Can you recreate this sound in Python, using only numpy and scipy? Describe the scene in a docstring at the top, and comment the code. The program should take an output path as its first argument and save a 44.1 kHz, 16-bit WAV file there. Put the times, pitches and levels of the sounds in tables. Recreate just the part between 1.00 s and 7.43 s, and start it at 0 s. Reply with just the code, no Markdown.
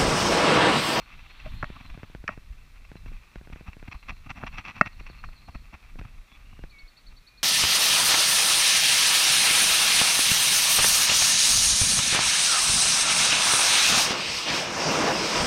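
"""Fishing tackle by a calm lake

Tackle is handled close to a body-worn microphone in a plastic housing. Knocks make the housing's resonances sound,
short pitched rings sound alone or within a knock, and the mount ticks with quick falling tones.
Clothing brushes past as grainy noise, and movement adds low rumble and damped thumps, some under knocks.
Small birds call from the far shore as gliding tones and narrow noise with echoes, over a faint bed of air noise."""
import sys
import numpy as np
from scipy import signal
from scipy.fft import rfft, irfft
from scipy.io import wavfile

SR = 44100
rng = np.random.default_rng(int(sys.argv[2]) if len(sys.argv) > 2 else 0)


def to_wav(s):
    """Save 16-bit WAV."""
    ch = np.atleast_2d(s).T  # columns
    pcm = np.round(np.clip(ch, -1, 1) * 32767)  # PCM
    wavfile.write(sys.argv[1], SR, pcm.astype(np.int16))


N = 283563
TIME = np.arange(N) / SR   # seconds


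def from_db(db):
    """Turn decibels into a plain gain."""
    return 10 ** (np.asarray(db) / 20)


def rms_one(x):
    """Scale a sound to an average strength (rms) of 1."""
    return x / np.sqrt(np.mean(x ** 2) + 1e-20)


def level(rows):
    """Join rows of (time_s, level_db) into a gain over time."""
    times_s, levels_db = np.transpose(rows)
    return from_db(np.interp(TIME, times_s, levels_db))


def add(out, start_s, sound):
    """Mix a sound in from its start time."""
    start = int(np.clip(round(start_s * SR), 0, N - 1))
    out[start:start + len(sound)] += sound[:N - start]


def cut(x, hz, kind, order=2):
    """Filter off the treble ("low") or the bass ("high") with a smooth Butterworth slope."""
    hz = np.clip(hz, 10, .45 * SR)
    return signal.sosfilt(signal.butter(order, hz, kind, fs=SR, output="sos"), x)


def colour(x, spectrum):
    """Shape noise with (pitch_hz, level_db) points, nearly silent below the first; rms 1."""
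    points_hz, points_db = np.transpose(spectrum)
    bins_hz = np.maximum(np.arange(N // 2 + 1) * SR / N, 1)
    shape_db = np.interp(np.log(bins_hz), np.log(points_hz), points_db, left=-120)
    return rms_one(irfft(rfft(x) * from_db(shape_db), N))


def drift(rate_hz):
    """Wander at random: new values of spread 1 at the given rate, joined by straight lines."""
    knots = rng.standard_normal(2000)
    return np.interp(TIME * rate_hz, np.arange(len(knots)), knots)


def resonate(x, hz, width_hz):
    """Pass a sound through one resonance with gain 1 at its top."""
    r = np.exp(-np.pi * width_hz / SR)
    feed = np.array([1, 0, -1]) * (1 - r * r) / 2
    feedback = [1, -2 * r * np.cos(2 * np.pi * hz / SR), r * r]
    return signal.lfilter(feed, feedback, x + 1e-18)


# damped resonances of the housing: (pitch_hz, width_hz of each of two passes, level_db)
SHELL_RESONANCES = [(189, 190, -4), (656, 180, -11), (825, 380, -14), (1327, 580, -2), (1816, 460, -6),
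                    (2186, 220, -6), (2575, 160, -14), (3038, 250, -20), (4430, 330, -18), (5434, 370, -20),
                    (6066, 470, -21), (7144, 450, -24), (10000, 5000, -30)]
# what rings on after a knock: (pitch_hz, level_db, time_to_fade_60_db_s)
AFTER_RINGS = [(607, -32, .07), (755, -42, 0.066), (1119, -30, 0.073), (1437, -51, 0.11), (1884, -31, .2),
               (2650, -21.5, .055)]


def housing(force, ringing):
    """The shell swells and dies within a few ms; a few of its modes ring on."""
    shell = 0
    for k, (hz, width_hz, db) in enumerate(SHELL_RESONANCES):
        mode = resonate(resonate(force, hz, width_hz), hz, width_hz)
        shell = shell + (-1) ** k * from_db(db) * mode   # neighbours move in opposite directions
    t = TIME[:SR // 2]
    tail = sum(from_db(db - 60 * t / t60_s) * np.sin(2 * np.pi * hz * t) for hz, db, t60_s in AFTER_RINGS)
    return shell + signal.fftconvolve(ringing, tail)[:N]


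# hard contacts and their bounces, levels before the housing:
# (start_s, level_db, treble_limit_hz, bass_cut_hz, after_ring_db relative to the blow)
KNOCK_BLOWS = [(.6271, -18.5, 2420, 594, -18), (0.6305, -8, 720, 255, 2), (.6424, -22.5, 3370, 400, -3),
               (1.2790, -11, 2500, 2400, 1), (1.2807, -11.5, 2500, 2400, 1), (1.2891, -21.5, 1180, 247, 14),
               (1.2906, -14.5, 1400, 250, -4), (3.4290, -28.5, 1300, 200, -14),
               (3.4355, -12.5, 730, 151, -13), (3.8112, -1, 2700, 60, -5), (3.8127, -3, 2400, 60, -4),
               (3.8625, -32, 4000, 900, -15), (4.2388, -24.5, 1290, 1070, 5), (4.2880, -32, 885, 305, -3),
               (4.5515, -32, 1430, 200, 9), (4.749, -37, 1500, 200, -10)]


def knocks(shiver_db=-48, shiver_s=.012):
    """Soft contacts lose the treble, light ones the bass; loose parts shiver just after the blow."""
    force, ringing, t = np.zeros(N), np.zeros(N), TIME[:SR // 10]
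    for start_s, db, treble_hz, bass_hz, ring_db in KNOCK_BLOWS:
        shiver = from_db(shiver_db) * rng.standard_normal(len(t)) * np.exp(-t / shiver_s)
        blow = (t == 0) + shiver   # a single click, then the shiver
        blow = from_db(db) * cut(cut(blow, treble_hz, "low"), bass_hz, "high")
        add(force, start_s, blow)
        add(ringing, start_s, from_db(ring_db) * blow)
    return housing(from_db(30.0) * force, ringing)


# short pitched rings, alone or within a knock:
# (start_s, level_db before overtone and fade, pitch_hz, time_to_fade_60_db_s)
PITCHED_TOCKS = [(.4612, -32, 625, 0.061), (0.765, -35, 1180, 0.035), (1.278, -14.5, 2450, 0.0091),
                 (4.2402, -29, 1160, 0.025), (4.4838, -41.5, 766, 0.042)]


def tocks(overtone=2.26, overtone_db=-11, rise_s=0.00061):
    """A short pitched ring fades evenly in dB, with one faster-dying overtone."""
    out, t = np.zeros(N), TIME[:SR // 10]
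    for start_s, db, hz, t60_s in PITCHED_TOCKS:
        fade = np.exp(-np.log(1000) * t / t60_s)
        high_tone = from_db(overtone_db) * fade * np.sin(2 * np.pi * overtone * hz * t)
        tone = np.sin(2 * np.pi * hz * t) + high_tone
        add(out, start_s, from_db(db) * fade * (1 - np.exp(-t / rise_s)) * tone)
    return out


# the mount catching and letting go: (start_s, level_db before fade and shell, starting_pitch_hz)
MOUNT_TICKS = [(0.702, -30, 700), (0.976, -33.5, 1100), (1.0323, -31, 3000), (1.0995, -40.5, 895),
               (1.1496, -30, 3400), (1.2408, -33.5, 1300), (1.3763, -33.5, 900), (1.9167, -35.5, 2800),
               (1.9555, -34, 1100), (2.0609, -38.5, 2200), (2.1185, -39.5, 900), (2.3581, -32, 3040),
               (2.4127, -38, 1100), (2.4735, -38.5, 2700), (2.5003, -37, 1100), (2.5595, -36, 2950),
               (2.61, -36, 1100), (2.768, -37.5, 990), (2.8274, -35.5, 3200), (4.0098, -39.5, 1900),
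               (4.0995, -37, 2300), (4.957, -37.5, 1090), (5.0136, -34, 2700), (5.5922, -36.5, 1000),
               (5.6385, -32.5, 3200)]


def ticks(cycles=0.34, fade_s=0.0071, rise_s=.00006, rebound_s=0.0071, rebound_db=-13):
    """Bending waves carry treble faster than bass, so each tick falls in pitch; a faint rebound follows."""
    out, t = np.zeros(N), TIME[:SR // 25]
    for start_s, db, start_hz in MOUNT_TICKS:
        phase = 2 * np.pi * cycles * np.log1p(t * start_hz / cycles)
        swell = np.exp(-(t / fade_s) ** 2) * (1 - np.exp(-t / rise_s))
        tick = from_db(db) * np.sin(phase) * swell
        add(out, start_s, tick)
        add(out, start_s + rebound_s * rng.uniform(0.74, 1.0), from_db(rebound_db) * tick)
    # mainly the sharp ticks reach the shell's clack
    snap = from_db(10.5) * resonate(cut(out, 1640, "high"), 1450, 310)
    return cut(out + snap, 6800, "low")


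# single brushes of cloth; the weight both drags on the shell and shoves it, levels before mixing:
# (middle_s, length_s, hiss_db, weight_db)
CLOTH_BRUSHES = [(.105, 0.065, -52.5, -69), (.467, 0.033, -51.5, -45), (1.311, 0.053, -47.5, -49.5),
                 (2.531, 0.013, -46.5, -44.5), (2.682, 0.029, -48, -45.5), (2.883, 0.011, -45, -40),
                 (2.924, 0.016, -40, -53), (2.951, 0.017, -49.5, -42.5), (3.098, 0.022, -38, -41.5),
                 (3.122, 0.0084, -60, -47.5), (3.268, 0.013, -51.5, -45), (3.305, .018, -36, -41),
                 (3.375, 0.029, -43.5, -45.5), (3.426, 0.055, -50, -45), (3.473, 0.016, -37.5, -58),
                 (3.545, 0.034, -45.5, -58), (3.587, 0.025, -36.5, -42.5), (3.657, 0.021, -41, -56),
                 (3.69, 0.041, -39.5, -47), (3.773, 0.043, -44.5, -49), (3.866, .017, -35.5, -41),
                 (4.244, 0.019, -48, -51), (4.489, 0.017, -53, -42), (4.554, 0.014, -46.5, -42.5),
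                 (4.741, 0.021, -48.5, -43), (4.835, .015, -54.5, -63), (4.993, 0.0097, -47.5, -38),
                 (5.053, 0.01, -49, -42.5), (5.322, 0.011, -55.5, -57), (5.372, 0.0088, -53, -68),
                 (5.533, 0.0074, -57, -48.5)]
STUTTER_START_S, STUTTER_GAP_S, STUTTER_LENGTH_S = .764, .046, .016
# levels of the first slip, then the loss per slip
STUTTER_HISS_DB, STUTTER_WEIGHT_DB, STUTTER_FADE_DB = -50, -47, .5


def brushes(count=7):
    """Gather the single brushes and a sliding sleeve that sticks and slips evenly, each slip fainter."""
    slips = []
    for k in range(count):
        fade_db = k * STUTTER_FADE_DB
        middle_s = STUTTER_START_S + k * STUTTER_GAP_S
        slips.append((middle_s, STUTTER_LENGTH_S, STUTTER_HISS_DB - fade_db, STUTTER_WEIGHT_DB - fade_db))
    return CLOTH_BRUSHES + slips


# light rubbing between the brushes, before its gain and flutter: (time_s, level_db)
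LIGHT_RUBBING = [(0.0, -55), (0.52, -55.5), (1.4, -67.5), (1.84, -61), (2.0, -59), (2.97, -58.5),
                 (3.1, -61.5), (3.31, -64), (3.49, -51), (3.69, -54.5), (3.87, -57.5), (4.15, -54.5),
                 (4.33, -61.5), (5.66, -62), (6.07, -67), (6.43, -69)]
# resonances that the rubbing wakes: (pitch_hz, width_hz, added_level_db)
RUBBING_PEAKS = [(1160, 260, 3), (1980, 120, -8), (2669, 110, 10), (3270, 51, 2), (4350, 200, -10),
                 (5700, 308, -1.5), (7170, 250, 5.5)]
# tone of rubbed cloth: (pitch_hz, relative_level_db_per_hz)
RUBBING_COLOUR = [(100, -14.5), (260, -10), (450, -21.5), (750, -10), (1200, -10), (1700, -10), (2400, -2),
                  (2800, -13), (3050, -16), (4400, -21.5), (4900, -26), (5900, -24), (6600, -40),
                  (15000, -62)]
# dull drag of a firm brush: (pitch_hz, relative_level_db_per_hz)
DRAG_COLOUR = [(70, -1), (140, 3.5), (260, 3.5), (430, -30), (720, -4), (900, -7.5), (1200, -5.5),
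               (1600, -16.5), (3000, -43)]
# a sleeve slides past: (time_s, level_db)
SLEEVE_LEVEL = [(0, -62), (.15, -62), (.4, -55.5), (.72, -56), (.9, -61.5), (1.1, -63.5), (1.3, -98)]
# hiss of that sleeve: (pitch_hz, relative_level_db_per_hz)
SLEEVE_COLOUR = [(150, -14), (260, -1.5), (450, -17), (850, 2), (1700, 1), (2600, 1.5), (3500, 4),
                 (4300, -0.5), (5000, -14), (8000, -38)]


def cloth(catches_per_s=1100, smooth=0.62, rubbing_db=-3, flutter_db=5.0, grain_spread_db=2):
    """Fibres catch and slip as dense grains; firm brushes also drag on the shell, and a sleeve hisses."""
    # pressure and drag are powers, so that overlapping strokes add up
    pressure = (level(LIGHT_RUBBING) * from_db(rubbing_db + flutter_db * drift(60))) ** 2
    drag = 0
    for middle_s, length_s, hiss_db, weight_db in brushes():
        distance = np.minimum(np.abs(2 * (TIME - middle_s) / length_s), 6)
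        stroke = np.exp(-distance ** 3)
        pressure = pressure + stroke * from_db(hiss_db) ** 2
        drag = drag + stroke * from_db(weight_db) ** 2
    sizes = rng.standard_normal(N) * from_db(grain_spread_db * rng.standard_normal(N))
    catches = rng.random(N) < catches_per_s / SR
    grains = rms_one(catches * sizes) + smooth * rng.standard_normal(N)
    grains = grains + sum(from_db(db) * resonate(grains, hz, width_hz) for hz, width_hz, db in RUBBING_PEAKS)
    hiss = np.sqrt(pressure) * colour(grains, RUBBING_COLOUR)
    dragging = from_db(-2.0) * np.sqrt(drag) * colour(rng.standard_normal(N), DRAG_COLOUR)
    sleeve = level(SLEEVE_LEVEL) * colour(rng.standard_normal(N), SLEEVE_COLOUR)
    return hiss + dragging + sleeve


# low damped thumps, some under knocks: (start_s, level_db before damping, pitch_hz)
LOW_THUMPS = [(.632, -23.5, 142), (.913, -30.5, 35), (1.197, -33, 32.7), (1.503, -30.5, 44.2),
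              (2.372, -33.5, 39.5), (2.683, -32, 66.5), (2.952, -30, 55), (3.438, -26.5, 216),
              (3.814, -23.5, 281), (4.554, -28.5, 45), (5.183, -34, 27.7), (5.831, -38.5, 29.4)]
# course of the rumble, before its gain and lurching: (time_s, level_db)
RUMBLE_LEVEL = [(0.0, -49), (0.66, -48.5), (1.4, -47.5), (1.61, -49), (2.78, -50.5), (2.88, -52.5),
                (3.92, -47), (4.32, -51), (5.03, -49), (5.28, -54.5), (5.8, -54.5), (6.43, -59.5)]
# tone of the rumble: (pitch_hz, relative_level_db_per_hz)
RUMBLE_SPECTRUM = [(10, -17), (20, 3), (32, 1.5), (60, -8.5), (100, -15.5), (160, -23), (260, -28.5),
                   (380, -48), (800, -62.5)]
# the rumble swells and sinks at random about its course
RUMBLE_GAIN_DB, LURCH_DB, LURCHES_PER_S = 3.5, 5.5, 11
# the bump under a brush: middle pitch, its scatter, its level over the brush's weight
SHOVE_HZ, SHOVE_SPREAD_OCTAVES, SHOVE_DB = 89, 0.33, 7.5


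def body(swell_cycles=0.33):
    """Lumpy rumble of movement and heavily damped bumps, some listed and one more for every brush."""
    lurch = from_db(RUMBLE_GAIN_DB + LURCH_DB * drift(LURCHES_PER_S))
    out = lurch * level(RUMBLE_LEVEL) * colour(rng.standard_normal(N), RUMBLE_SPECTRUM)
    shoves = []
    for middle_s, _, _, weight_db in brushes():
        hz = SHOVE_HZ * 2 ** rng.normal(0, SHOVE_SPREAD_OCTAVES)
        shoves.append((middle_s, weight_db + SHOVE_DB, hz))
    t = TIME[:SR // 5]
    for start_s, db, hz in LOW_THUMPS + shoves:
        age = t * hz / swell_cycles
        add(out, start_s, -from_db(db) * age * np.exp(1 - age) * np.sin(2 * np.pi * hz * t))
    return out


def note(pitch_hz, db, waver=.012, swell=0.91):
    """Sing a slightly wavering tone that swells and fades once; a swell under 1 peaks early."""
    knot_times = TIME[:SR:SR // 250]   # about 250 random pitch nudges per second
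    nudges = np.interp(TIME[:len(pitch_hz)], knot_times, rng.standard_normal(len(knot_times)))
    pitch_hz = pitch_hz * (1 + waver * nudges)
    loudness = np.sin(np.pi * np.linspace(0, 1, len(pitch_hz)) ** swell)
    return from_db(db) * loudness * np.sin(2 * np.pi * np.cumsum(pitch_hz) / SR)


# trills of arched chirps that slow down, levels before scatter and echoes:
# (first_chirp_s, end_s, first_gap_s, gap_growth_s per chirp, first_level_db, last_level_db,
#  top_pitch_hz, lean: 0 even arch, 1 only falling)
BIRD_TRILLS = [(3.447, 4.62, .077, .0014, -65, -60.5, 4370, .4),
               (5.711, 6.43, .085, .0033, -57, -52, 4470, 0)]


def trills(chirp_s=0.033, arch_hz=1150, uneven_db=4.0):
    """Chirps arch in pitch; along a trill the gaps widen and the level moves evenly, with random scatter."""
    out, sweep = np.zeros(N), np.linspace(-1, 1, int(chirp_s * SR))
    for first_s, end_s, gap_s, growth_s, first_db, last_db, top_hz, lean in BIRD_TRILLS:
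        arch = ((sweep + lean) / (1 + abs(lean))) ** 2
        for k, (bend, loud) in enumerate(rng.uniform(-1, 1, size=(16, 2))):
            middle_s = first_s + k * gap_s + k * k * growth_s / 2
            if middle_s < end_s:
                db = np.interp(middle_s, [first_s, end_s], [first_db, last_db]) + uneven_db * loud
                pitch_hz = top_hz - arch_hz * (1 + 0.201 * bend) * arch
                add(out, middle_s - chirp_s / 2, note(pitch_hz, db, waver=.018, swell=.85))
    return out


# whistles that slide onto a held note, levels before echoes:
# (start_s, length_s, level_db, first_pitch_hz, last_pitch_hz)
BIRD_WHISTLES = [(0, 0.076, -63, 4250, 4340), (.289, 0.083, -64, 4250, 4260),
                 (.547, .092, -61.5, 4260, 4200), (.836, 0.054, -58, 4250, 4030),
                 (1.962, 0.024, -60, 4300, 3700), (3.94, 0.2, -67, 2400, 2170),
                 (4.36, 0.048, -61.5, 4400, 3980), (5.708, 0.18, -54, 2545, 2212),
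                 (6.225, 0.31, -65.5, 2560, 2432)]
# hoarse bird notes, levels before echoes:
# (start_s, length_s, level_db, pitch_hz, width_hz of each of two passes)
BIRD_RASPS = [(2.83, .42, -72, 4150, 350), (3.8, 1.2, -73, 4280, 400), (5.28, .1, -68, 3410, 200),
              (5.4, .28, -71, 2850, 160)]
SHORE_T60_S = 0.46   # time for the main echoes to fade by 60 dB


def birds(settle_s=0.0179):
    """Chirps, whistles and rasps cross the water with a wash of echoes from the trees."""
    out = trills()
    for start_s, length_s, db, first_hz, last_hz in BIRD_WHISTLES:
        glide = np.exp(-TIME[:int(length_s * SR)] / settle_s)
        pitch_hz = last_hz + (first_hz - last_hz) * glide
        add(out, start_s, note(pitch_hz, db, waver=0.0055, swell=0.75))
    for start_s, length_s, db, hz, width_hz in BIRD_RASPS:
        rasp = resonate(resonate(rng.standard_normal(SR), hz, width_hz), hz, width_hz)
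        rasp = rms_one(rasp)[:int(length_s * SR)]
        add(out, start_s, from_db(db) * rasp * signal.windows.tukey(len(rasp)))
    t = TIME[:SR]
    wood_fade = np.exp(-np.log(1000) * t / SHORE_T60_S)
    twig_fade = 2 * np.exp(-t / 0.015)   # echoes of near twigs die sooner
    trees = rng.standard_normal(SR) * (wood_fade + twig_fade)
    echoes = signal.fftconvolve(out, trees / np.linalg.norm(trees))[:N]
    return from_db(2.5) * out + from_db(-4.0) * echoes


# tone of the background air: (pitch_hz, relative_level_db_per_hz)
AIR_COLOUR = [(59, -44.5), (100, -7), (407, -16.5), (962, -18.5), (1240, -14), (1660, -17), (2420, -13.5),
              (2690, -22), (2990, -21), (4000, -17), (4940, -23.5), (5720, -23.5), (6760, -27),
              (13200, -32), (15000, -31.5)]
AIR_DB = -62.5   # rms level


def air():
    """A steady bed of coloured noise lies behind everything."""
    return from_db(AIR_DB) * colour(rng.standard_normal(N), AIR_COLOUR)


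def scene():
    """Add up all sources into one channel."""
    background = air()
    return (knocks() + tocks() + ticks() + cloth() + body() + birds() + background)[None]


CUTOFF_HZ = 15350


def record(dry):
    """Strong peaks are gently rounded and the top is cut steeply."""
    rounded = 1.4 * np.tanh(dry / 1.4)
    return signal.sosfilt(signal.ellip(10, .1, 70, CUTOFF_HZ, fs=SR, output="sos"), rounded)


dry = scene()
out = record(dry)
to_wav(out)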